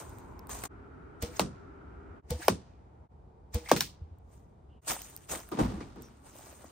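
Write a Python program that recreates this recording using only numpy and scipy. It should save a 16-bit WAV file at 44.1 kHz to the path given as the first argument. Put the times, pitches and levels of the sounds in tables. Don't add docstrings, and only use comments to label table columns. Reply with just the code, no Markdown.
import sys
import numpy as np
from scipy import signal
from scipy.fft import rfft, irfft, next_fast_len
from scipy.io import wavfile
from scipy.ndimage import map_coordinates

SR = 44100
rng = np.random.default_rng(int(sys.argv[2]) if len(sys.argv) > 2 else 0)


def transcribe(u):
    v = np.clip(np.atleast_2d(u).T, -1, 1)
    q = np.round(v * 32767).astype(np.int16)
    wavfile.write(sys.argv[1], SR, q)


N = 295911

# (time [s], knock [dB], crack [dB], thump [dB], straw [dB], left minus right [dB],
# nominal bale pitch [Hz]); levels are before the trims in arrows()
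HITS = [(1.394, -15, -17, -20.5, -30.5, 1.5, 154), (2.481, -6.5, -11.5, -22, -29.5, 1.5, 213.7),
        (3.714, -5, -12.5, -18, -27, 0.5, 167.3)]
KNOCK_TOP_HZ, KNOCK_END_HZ, KNOCK_FALL_S, KNOCK_LENGTH_S = 1800, 290, 0.002, 0.005
SLAP_BACK_S, SLAP_BACK_DB = 0.008, -15
# (frequency [Hz], relative level per Hz [dB])
CRACK_SPECTRUM = [(710, -36), (1200, -2.5), (2000, -8.5), (4860, -11), (7170, -13), (8630, -19.5),
                  (11400, -17), (16000, -21)]
# (frequency [Hz], relative level per Hz [dB])
BALE_SPECTRUM = [(29, -40.5), (50, -10.5), (124, -6.5), (207, -5), (523, -17), (696, -25), (886, -21),
                 (1100, -15), (1500, -29.5), (1950, -56.5), (3300, -120)]
# (frequency [Hz], time to fall 60 dB [s])
BALE_T60 = [(60, 0.4), (200, 0.27), (600, 0.27), (1500, 0.027)]
# (frequency [Hz], relative level per Hz [dB])
STRAW_SPECTRUM = [(470, -34), (800, -3), (1850, -15), (3510, -16.5), (9330, -17.5), (11000, -17.5),
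                  (12500, -20.5), (16000, -19.5)]
# (time [s], click before trim [dB], straw [dB])
RATTLES = [(3.6865, -40.5, -36), (3.6946, -31.5, -46), (3.7616, -33, -32.5), (3.7637, -27.5, -43.5),
           (3.77, -29, -39), (3.806, -29, -37), (3.8075, -16, -31)]

# (time [s], thump [dB], slap relative to thump [dB])
RELEASES = [(1.222, -24, -14.5), (2.304, -24, -16.5), (3.542, -23, -17)]
# (nominal frequency [Hz], relative level [dB], time to fall 60 dB [s])
BOW_RINGS = [(74, 3.5, 0.13), (149, 8, 0.037), (321, -16.5, 0.25), (488, -13.5, 0.27), (218, -13.5, 0.19),
             (880, -19.5, 0.11), (633, -22.5, .15)]
TIGHTEN_SHARE, TIGHTEN_S = 0.07, 0.01
# (frequency [Hz], relative level per Hz [dB])
SLAP_SPECTRUM = [(350, -16), (600, 0.5), (1750, -14), (2070, -9.5), (8500, -11.5), (11300, -22),
                 (12500, -21), (16000, -20.5)]
RUSH_DB, RUSH_SLOPE_DB_PER_S, NOCK_DB, NOCK_HZ = -51, 1314, -19.5, 7095
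# (loudest time [s], whoosh level [dB])
FLIGHTS = [(1.366, -51.5), (2.428, -46.5), (3.664, -54.5)]
APPROACH_DB_PER_S, RECEDE_DB_PER_S = 251, 90
# (frequency [Hz], relative level per Hz [dB])
WHOOSH_SPECTRUM = [(410, -46.5), (700, 1), (1420, -12.5), (1680, -5), (3110, -13.5), (9230, -10),
                   (11400, -22.5), (14200, -15), (16000, -31)]
# (time [s], level before trim [dB], pitch [Hz], length [s])
VANE_WHISTLES = [(1.365, -36, 6340, 0.011), (2.421, -34.5, 1674, 0.014), (2.445, -48, 2100, 0.016),
                 (3.658, -43.5, 1980, 0.017), (3.674, -38, 2170, 0.0071), (3.702, -33.5, 2280, 0.012)]

# (time [s], level before trim [dB], time to fall 60 dB at 400 Hz [s], bass lift [dB])
THUDS = [(5.516, -25.5, 0.19, -13), (5.569, -22.5, 0.1, 7), (5.591, -16.5, 0.17, -5),
         (5.623, -30, 0.56, 11), (5.684, -36.5, 0.59, -26), (5.805, -28.5, 0.073, -23),
         (5.957, -42, 0.54, -11.5)]
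# (frequency [Hz], relative level per Hz [dB])
TARP_SPECTRUM = [(21, -35), (35, -5), (252, 7), (318, 1.5), (440, -3), (568, -15.5), (638, -12.5),
                 (883, -15), (1010, -15.5), (1900, -27), (2230, -27.5), (3320, -31), (9000, -39.5),
                 (11700, -70)]
# (time [s], level [dB], pitch [Hz], time to fall 60 dB [s])
THUMPS = [(4.015, -20.5, 79.7, 0.073), (4.112, -31.5, 80.6, 0.11), (5.609, -23, 57.3, 0.24),
          (5.749, -28.5, 68, 0.16), (5.592, -23, 304, 0.077), (5.608, -26, 160, 0.06),
          (5.65, -18.5, 186, 0.057), (5.681, -21, 122, 0.055), (5.737, -28.5, 200, 0.091),
          (5.778, -31, 329, 0.061), (6.647, -42, 265, 0.048)]
# (time [s], level before trim [dB], pitch [Hz], length [s])
SQUEAKS = [(5.518, -38.5, 1230, 0.024), (5.805, -45.5, 2020, 0.013), (5.815, -53, 2300, 0.035),
           (6.02, -57, 5730, 0.087)]

# (loudest time [s], crunch [dB], rise [s], time to fall 60 dB [s], low-end lift or cut [dB])
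SCUFFS = [(0.0, -47.5, .01, 0.27, 7), (0.1, -63, 0.09, 0.97, 4), (0.497, -45, 0.009, 1.34, 1),
          (0.515, -42.5, 0.011, 0.072, 2), (0.638, -35.5, 0.0018, 0.035, 7.5),
          (0.653, -38, 0.0028, 0.097, 4), (4.335, -67, 0.06, 0.4, 2), (4.85, -62, 0.19, 0.62, 1.5),
          (4.883, -29.5, 0.014, 0.21, -12.5), (4.9, -30.5, 0.018, 0.14, 1), (4.914, -40, 0.036, 0.17, 18),
          (5.295, -44.5, 0.01, 0.33, -1), (5.316, -36.5, 0.021, 0.33, 2.5), (5.344, -44.5, 0.04, 0.17, 5),
          (5.518, -59, 0.0084, 0.39, 21), (5.591, -42, 0.0063, 0.23, 20.5), (6.022, -62, 0.019, 0.46, -6),
          (6.267, -57.5, 0.034, 0.3, 7), (6.37, -56, 0.089, 0.4, 0), (6.46, -54.5, 0.21, 1.1, 2),
          (6.61, -62, 0.038, 1.1, 6.5)]
RISE_DB, SETTLE_DB, SETTLE_T60_S = 17, -16.5, 1.035
# (frequency [Hz], relative level per Hz [dB])
GRAVEL_SPECTRUM = [(88, -2), (150, -5.5), (916, -4), (1720, -11), (5270, -15), (7200, -5), (10500, -8.5),
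                   (13800, -14), (15600, -9), (16500, -46)]
GRAINS_PER_S, STONES_PER_S, STONES_DB = 9000, 300, -11
# (time [s], click level [dB])
PEBBLES = [(0.094, -46), (0.186, -41.5), (0.393, -36.5), (0.471, -37), (0.495, -32), (0.637, -24),
           (0.653, -28), (4.186, -57), (5.0185, -24), (5.099, -38), (5.1645, -24), (5.1755, -36),
           (5.402, -34), (5.4896, -37), (6.022, -37.5)]
PEBBLE_HZ, PEBBLE_SPREAD = 7840, 0.12
# (time [s], click level [dB], pitch [Hz])
TAPS = [(0.494, -19.5, 985), (0.638, -28, 850), (0.6525, -29, 890), (0.663, -24.5, 970), (4.872, -24, 700),
        (4.908, -19.5, 1290), (4.918, -17, 784), (4.946, -34, 695), (4.965, -19, 834), (5.293, -29, 450),
        (5.318, -30, 2000), (5.337, -18, 577), (5.351, -16, 2020), (5.4905, -31, 1500), (5.517, -21, 710),
        (5.96, -33, 603), (6.085, -36, 1300), (6.355, -30, 575), (6.393, -29.5, 700), (6.409, -32, 715),
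        (6.468, -34, 600), (6.508, -40, 800), (6.527, -31, 570), (6.643, -26, 646)]

# (start time [s], rumble [dB], hum [dB], fan [dB])
SCENES = [(0, -49, -57.5, -63.5), (0.682, -51.5, -58.5, -60), (2.216, -54.5, -70, -80),
          (3.084, -55, -76, -85), (4.814, -58, -67, -74.5)]
FADE_S = 0.036
# (frequency [Hz], relative level per Hz [dB])
RUMBLE_SPECTRUM = [(18, -48), (30, -27), (46, -4.5), (69, -1.5), (96, -7.5), (281, -20), (367, -23.5),
                   (414, -15.5), (456, -28), (798, -24.5), (1470, -48.5), (10000, -64), (13000, -87.5),
                   (22000, -120)]
# (frequency [Hz], relative level per Hz [dB])
HUM_SPECTRUM = [(120, -28), (200, -3), (352, 1.5), (390, -6), (569, -18), (698, -10.5), (1150, -14),
                (1410, -18), (2240, -22.5), (4150, -51.5), (12000, -65.5)]
# (frequency [Hz], width of one resonance [Hz], relative level [dB])
FAN_TONES = [(402, 27, 0.5), (268.4, 14, -0.5), (1350, 300, -1)]
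TYRES_DB, TYRES_HZ, TYRES_WIDTH_HZ = -59.5, 953, 270
# (time [s], level before trim [dB], pitch [Hz], length [s])
CHIRPS = [(2.7, -75, 2350, 0.1), (4.69, -71, 2920, 0.14)]

# (frequency [Hz], side minus mid [dB])
DIRECT_WIDTH = [(60, -14), (150, -22.5), (380, -29), (950, -26), (2380, -13), (5980, -10.5), (11000, -22)]
# (frequency [Hz], side minus mid [dB])
NEAR_WIDTH = [(60, -9), (150, -18), (380, -6), (950, 2.5), (2380, -4.5), (5980, 1.5), (10000, -20),
              (15000, -21)]
# (frequency [Hz], side minus mid [dB])
FAR_WIDTH = [(60, -16.5), (150, -12.5), (380, -4.5), (950, 3), (2380, -3.5), (5980, -0.5), (15000, 1.5)]
# (frequency [Hz], phase by which left leads [radians])
PORTS = [(0, 0), (5000, .1), (6460, 1.8), (7150, 1.9), (7670, 3.2), (8010, 5.8), (8530, 6.1), (10400, 3.5),
         (12300, 2.7), (13900, 0), (16500, -.6)]
CUTOFF_HZ = 16900


def arrows():
    out, t = np.zeros((2, N)), np.arange(SR // 5) / SR
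    hz = KNOCK_END_HZ + (KNOCK_TOP_HZ - KNOCK_END_HZ) * np.exp(-t / KNOCK_FALL_S)
    knock = np.sin(2 * np.pi * np.cumsum(hz) / SR)
    knock *= (1 - np.exp(-(t / 0.0015) ** 3)) * np.exp(-(t / KNOCK_LENGTH_S) ** 2)
    for s, knock_db, crack_db, thump_db, straw_db, pan_db, bale_hz in HITS:
        add(out, from_db(knock_db + 1.5) * knock * from_db([[pan_db / 2], [-pan_db / 2]]), s)
        add(out, from_db(knock_db + SLAP_BACK_DB) * knock, s + SLAP_BACK_S)
        crack = burst(CRACK_SPECTRUM, [(1500, 0.017), (8000, 0.01)], rise_s=0.00021, width=DIRECT_WIDTH)
        add(out, from_db(crack_db + 4.0) * crack, s + 0.0007)
        thump = burst(BALE_SPECTRUM, BALE_T60, rise_s=0.00069, rise_cycles=1.6)
        add(out, from_db(thump_db - 3.0) * thump, s)
        add(out, from_db(thump_db - 4.5) * bale_swing(bale_hz, t), s)
        straw_t60 = [(1000, 0.12), (3000, 0.18), (8000, 0.2), (14000, 0.078)]
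        add(out, from_db(straw_db) * burst(STRAW_SPECTRUM, straw_t60, rise_s=0.0019), s)
        yard_t60 = [(1000, 0.91), (3000, 1.0), (7000, 0.68), (12000, 0.12)]
        add(out, from_db(straw_db - 27.5) * burst(STRAW_SPECTRUM, yard_t60, rise_s=0.03), s)
    return out + shaft_rattles()


def bale_swing(bale_hz, t):
    turn = 2 * np.pi * bale_hz * np.cumsum(0.96 + 0.4 * np.exp(-t / 0.012)) / SR
    envelope = (1 - np.exp(-t / 0.04)) * np.exp(-(t / 0.048) ** 2)
    return np.sin(turn) * envelope * from_db(3.0 * drift(110, len(t)))


def shaft_rattles():
    out = np.zeros((2, N))
    high_pass = signal.butter(2, 1400, "high", fs=SR, output="sos")
    for s, click_db, straw_db in RATTLES:
        click = burst(CRACK_SPECTRUM, [(1500, 0.007), (8000, 0.004)], rise_s=0.0004, width=DIRECT_WIDTH)
        add(out, from_db(click_db + 14.0) * signal.sosfilt(high_pass, click), s)
        straw = burst(STRAW_SPECTRUM, [(1000, 0.064), (4000, 0.26), (12000, 0.17)], rise_s=0.0016)
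        add(out, from_db(straw_db) * straw, s)
    return out


def bow():
    out, t = np.zeros((2, N)), np.arange(SR // 2) / SR
    for s, thump_db, slap_db in RELEASES:
        pitch = 1 - TIGHTEN_SHARE * np.exp(-t / TIGHTEN_S) + 0.012 * drift(25, len(t))
        turn = 2 * np.pi * np.cumsum(pitch) / SR
        swing = 0
        for hz, db, t60 in BOW_RINGS:
            swing = swing + from_db(db - 60 * t / t60 + 5.4 * drift(53, len(t))) * np.sin(hz * turn)
        add(out, from_db(thump_db) * swing * (1 - np.exp(-(t / 0.009) ** 2)), s)
        slap = burst(SLAP_SPECTRUM, [(600, 0.24), (10000, 0.25)], rise_s=0.0025)
        add(out, from_db(thump_db + slap_db) * slap, s - 0.003)
    nock_rows = [(s + 0.0032, NOCK_DB, NOCK_HZ) for s, *_ in RELEASES]
    return out + clicks(nock_rows, cycles=14.0, chip_share=1.0, partner=0.7)


def flight():
    flutter = lambda hz: from_db(3.3 * drift(90, N))
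    whoosh = bands(rng.standard_normal((2, 2, N)), WHOOSH_SPECTRUM, NEAR_WIDTH, flutter)
    return flight_gain() * whoosh + whistles(VANE_WHISTLES, width_share=0.2)


def flight_gain():
    t, gain = np.arange(N) / SR, 0
    for s, *_ in RELEASES:
        gain = gain + decibel_peak(s, RUSH_DB, RUSH_SLOPE_DB_PER_S, RUSH_SLOPE_DB_PER_S)
    for (s, db), hit in zip(FLIGHTS, HITS):
        gain = gain + decibel_peak(s, db, APPROACH_DB_PER_S, RECEDE_DB_PER_S) * (t < hit[0])
    return gain


def archer():
    out, t = np.zeros((2, N)), np.arange(SR // 3) / SR
    for s, db, t60, bass_db in THUDS:
        colour = [(hz, level_db + bass_db * np.clip(np.log2(300 / hz), 0, 1)) for hz, level_db in TARP_SPECTRUM]
        decay = [(60, 2.46 * t60), (400, t60), (4000, 2.44 * t60)]
        add(out, from_db(db - 5.0) * burst(colour, decay, rise_s=0.00027, rise_cycles=0.16), s)
    for s, db, hz, t60 in THUMPS:
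        envelope = (1 - np.exp(-t * hz / 0.84)) * from_db(-60 * t / t60)
        add(out, from_db(db) * np.sin(2 * np.pi * hz * t) * envelope, s)
    return out + whistles(SQUEAKS, width_share=0.11)


def gravel():
    sizes = from_db(2.4 * np.minimum(rng.exponential(1, N), 5)) * (rng.random(N) < GRAINS_PER_S / SR)
    sizes = sizes * from_db(0.91 * drift(150, N))
    grains = rms_one(sizes * rng.standard_normal((2, 2, N)))
    gain, dark_db = scuffs()
    shape = lambda hz: from_db(dark_db * np.clip(np.log2(3000 / hz) / 2, 0, 1) + 2.2 * drift(40, N))
    crunch = gain * bands(grains, GRAVEL_SPECTRUM, NEAR_WIDTH, shape)
    stones = gain * from_db(STONES_DB + dark_db / 2) * stone_knocks(sizes)
    pebbles = [(s, db, PEBBLE_HZ * (1 + PEBBLE_SPREAD * rng.standard_normal())) for s, db in PEBBLES]
    ticks = clicks(pebbles, cycles=14.0, chip_share=1.0, partner=0.48)
    taps = clicks(TAPS, cycles=6.0, chip_share=0.12, partner=1.63)
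    return crunch + stones + ticks + taps


def stone_knocks(sizes):
    knocks = sizes * (rng.random(N) < STONES_PER_S / GRAINS_PER_S)
    dealt, stones = rng.integers(0, 12, N), 0
    for k, hz in enumerate(np.geomspace(450, 2200, 12)):
        struck = knocks * (dealt == k) + 1e-18
        stones = stones + resonate(struck, hz, 0.3 * hz) * np.sqrt(1000 / hz)
    return rms_one(stones)


def scuffs():
    power, dark, scenes = 1e-20, 0, scene_of_sample()
    for s, db, rise_s, t60, dark_db in SCUFFS:
        main = decibel_peak(s, db, RISE_DB / rise_s, 60 / t60)
        settle = decibel_peak(s, db + SETTLE_DB, RISE_DB / rise_s, 60 / SETTLE_T60_S)
        own = (main ** 2 + settle ** 2) * (scenes == scenes[int(s * SR)])
        power, dark = power + own, dark + own * dark_db
    return np.sqrt(power), dark / power


def traffic():
    rumble_db, hum_db, _ = scene_levels()
    patchy = lambda hz: from_db(0.7 * drift(1.5, N))
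    rumble = bands(rng.standard_normal((2, 2, N)), RUMBLE_SPECTRUM, FAR_WIDTH, patchy)
    hum = bands(rng.standard_normal((2, 2, N)), HUM_SPECTRUM, FAR_WIDTH, patchy)
    roar = resonate_twice(rng.standard_normal((2, N)), TYRES_HZ, TYRES_WIDTH_HZ)
    tyres = from_db(TYRES_DB) * rms_one(roar + 0.28 * roar[::-1]) * (scene_of_sample() == 0)
    return tyres + from_db(rumble_db) * rumble + from_db(hum_db) * hum


def fan():
    air = rng.standard_normal((2, N))
    tones = sum(from_db(db) * rms_one(resonate_twice(air, hz, width)) for hz, width, db in FAN_TONES)
    return from_db(scene_levels()[2]) * tones


def chirps():
    return whistles(CHIRPS, width_share=0.15)


def scene_of_sample():
    return np.searchsorted(np.array(SCENES)[:, 0], np.arange(N) / SR, "right") - 1


def scene_levels():
    return np.array(SCENES)[scene_of_sample(), 1:].T


def clicks(rows, cycles, chip_share, partner):
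    out, t = np.zeros((2, N)), np.arange(SR // 25) / SR
    for (s, db, hz), pan_db in zip(rows, rng.normal(0, 1.4, len(rows))):
        chip = np.diff(rng.standard_normal(len(t) + 4), 4) / 8 * from_db(-60 * t / 0.005)
        ring = np.sin(2 * np.pi * hz * t) + 0.37 * np.sin(2 * np.pi * partner * hz * t)
        ring = ring * from_db(-60 * t * hz / cycles) * np.tanh(t * hz * cycles / 10)
        add(out, from_db(db) * (ring + chip_share * chip) * from_db([[pan_db], [-pan_db]]), s)
    return out


def whistles(rows, width_share):
    out = np.zeros((2, N))
    for s, db, hz, length in rows:
        air = rng.standard_normal((2, SR // 5))
        air = resonate_twice(air + 0.93 * air[::-1], hz, width_share * hz)
        size = int(length * SR)
        swell = rms_one(np.linspace(0, 1, size) ** 0.35 * np.linspace(1, 0, size) ** 1.1)
        add(out, from_db(db - 5.0) * rms_one(air)[:, -size:] * swell * 0.6, s)
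    return out


def burst(spectrum, t60, rise_s, rise_cycles=0.0, width=NEAR_WIDTH):
    t = np.arange(SR // 2) / SR
    crackle = rms_one(from_db(2 * drift(500, len(t))))
    white = rng.standard_normal((2, 2, len(t))) * crackle
    shape = lambda hz: (1 - np.exp(-t / (rise_s + rise_cycles / hz))) * from_db(-60 * t / at_hz(t60, hz))
    return bands(white, spectrum, width, shape)


def bands(source, spectrum, width, shape):
    out, power, edges = 0, 0, 30 * 2 ** np.arange(0, 9.4, 1 / 3)
    for k, (low, high) in enumerate(zip(edges, edges[1:])):
        hz = np.sqrt(low * high)
        gain = from_db(at_hz(spectrum, hz))
        power += gain ** 2 * (high - low) * 2 / SR
        band_pass = signal.butter(2, [low, high], "band", fs=SR, output="sos")
        mid, side = signal.sosfilt(band_pass, source[k % 2])
        out = out + gain * shape(hz) * (mid + from_db(at_hz(width, hz)) * side * [[1], [-1]])
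    return out / np.sqrt(power)


def resonate(x, hz, width_hz):
    r = np.exp(-np.pi * width_hz / SR)
    numerator = (1 - r * r) / 2 * np.array([1, 0, -1])
    return signal.lfilter(numerator, [1, -(1 + r * r) * np.cos(2 * np.pi * hz / SR), r * r], x)


def resonate_twice(x, hz, width_hz):
    return resonate(resonate(x, hz, width_hz), hz, width_hz)


def decibel_peak(s, db, rise_db_per_s, fall_db_per_s):
    t = np.arange(N) / SR - s
    return from_db(db + np.where(t < 0, rise_db_per_s * t, -fall_db_per_s * t))


def drift(rate, size):
    points = rng.standard_normal(int(size / SR * rate) + 3)
    return map_coordinates(points, [np.arange(size) / SR * rate], order=3)


def from_db(db):
    return 10 ** (np.asarray(db) / 20)


def rms_one(x):
    return x / np.sqrt(np.mean(x ** 2) + 1e-20)


def at_hz(points, hz):
    table_hz, values = np.array(points).T
    return np.interp(np.log(hz), np.log(table_hz), values)


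def add(out, x, s):
    i = int(s * SR)
    out[..., i:i + x.shape[-1]] += x[..., :N - i]


def scene():
    return arrows() + bow() + flight() + archer() + gravel() + traffic() + fan() + chirps()


def record(dry):
    high_pass = signal.butter(2, 36, "high", fs=SR, output="sos")
    scaled = signal.sosfilt(high_pass, dry) / 0.63
    left, right = 0.63 * scaled / (1 + scaled ** 4) ** 0.25
    size = next_fast_len(N + SR // 10)
    lead = np.interp(np.arange(size // 2 + 1) * SR / size, *np.transpose(PORTS))
    left = irfft(rfft(left, size) * np.exp(1j * lead), size)[:N]
    to_joint = np.min([np.abs(np.arange(N) / SR - row[0]) for row in SCENES[1:]], axis=0)
    faded = np.array([left, right]) * np.clip(to_joint / FADE_S, 0.03, 1)
    return signal.sosfilt(signal.cheby2(12, 70, CUTOFF_HZ, fs=SR, output="sos"), faded)


dry = scene()
out = record(dry)
transcribe(out)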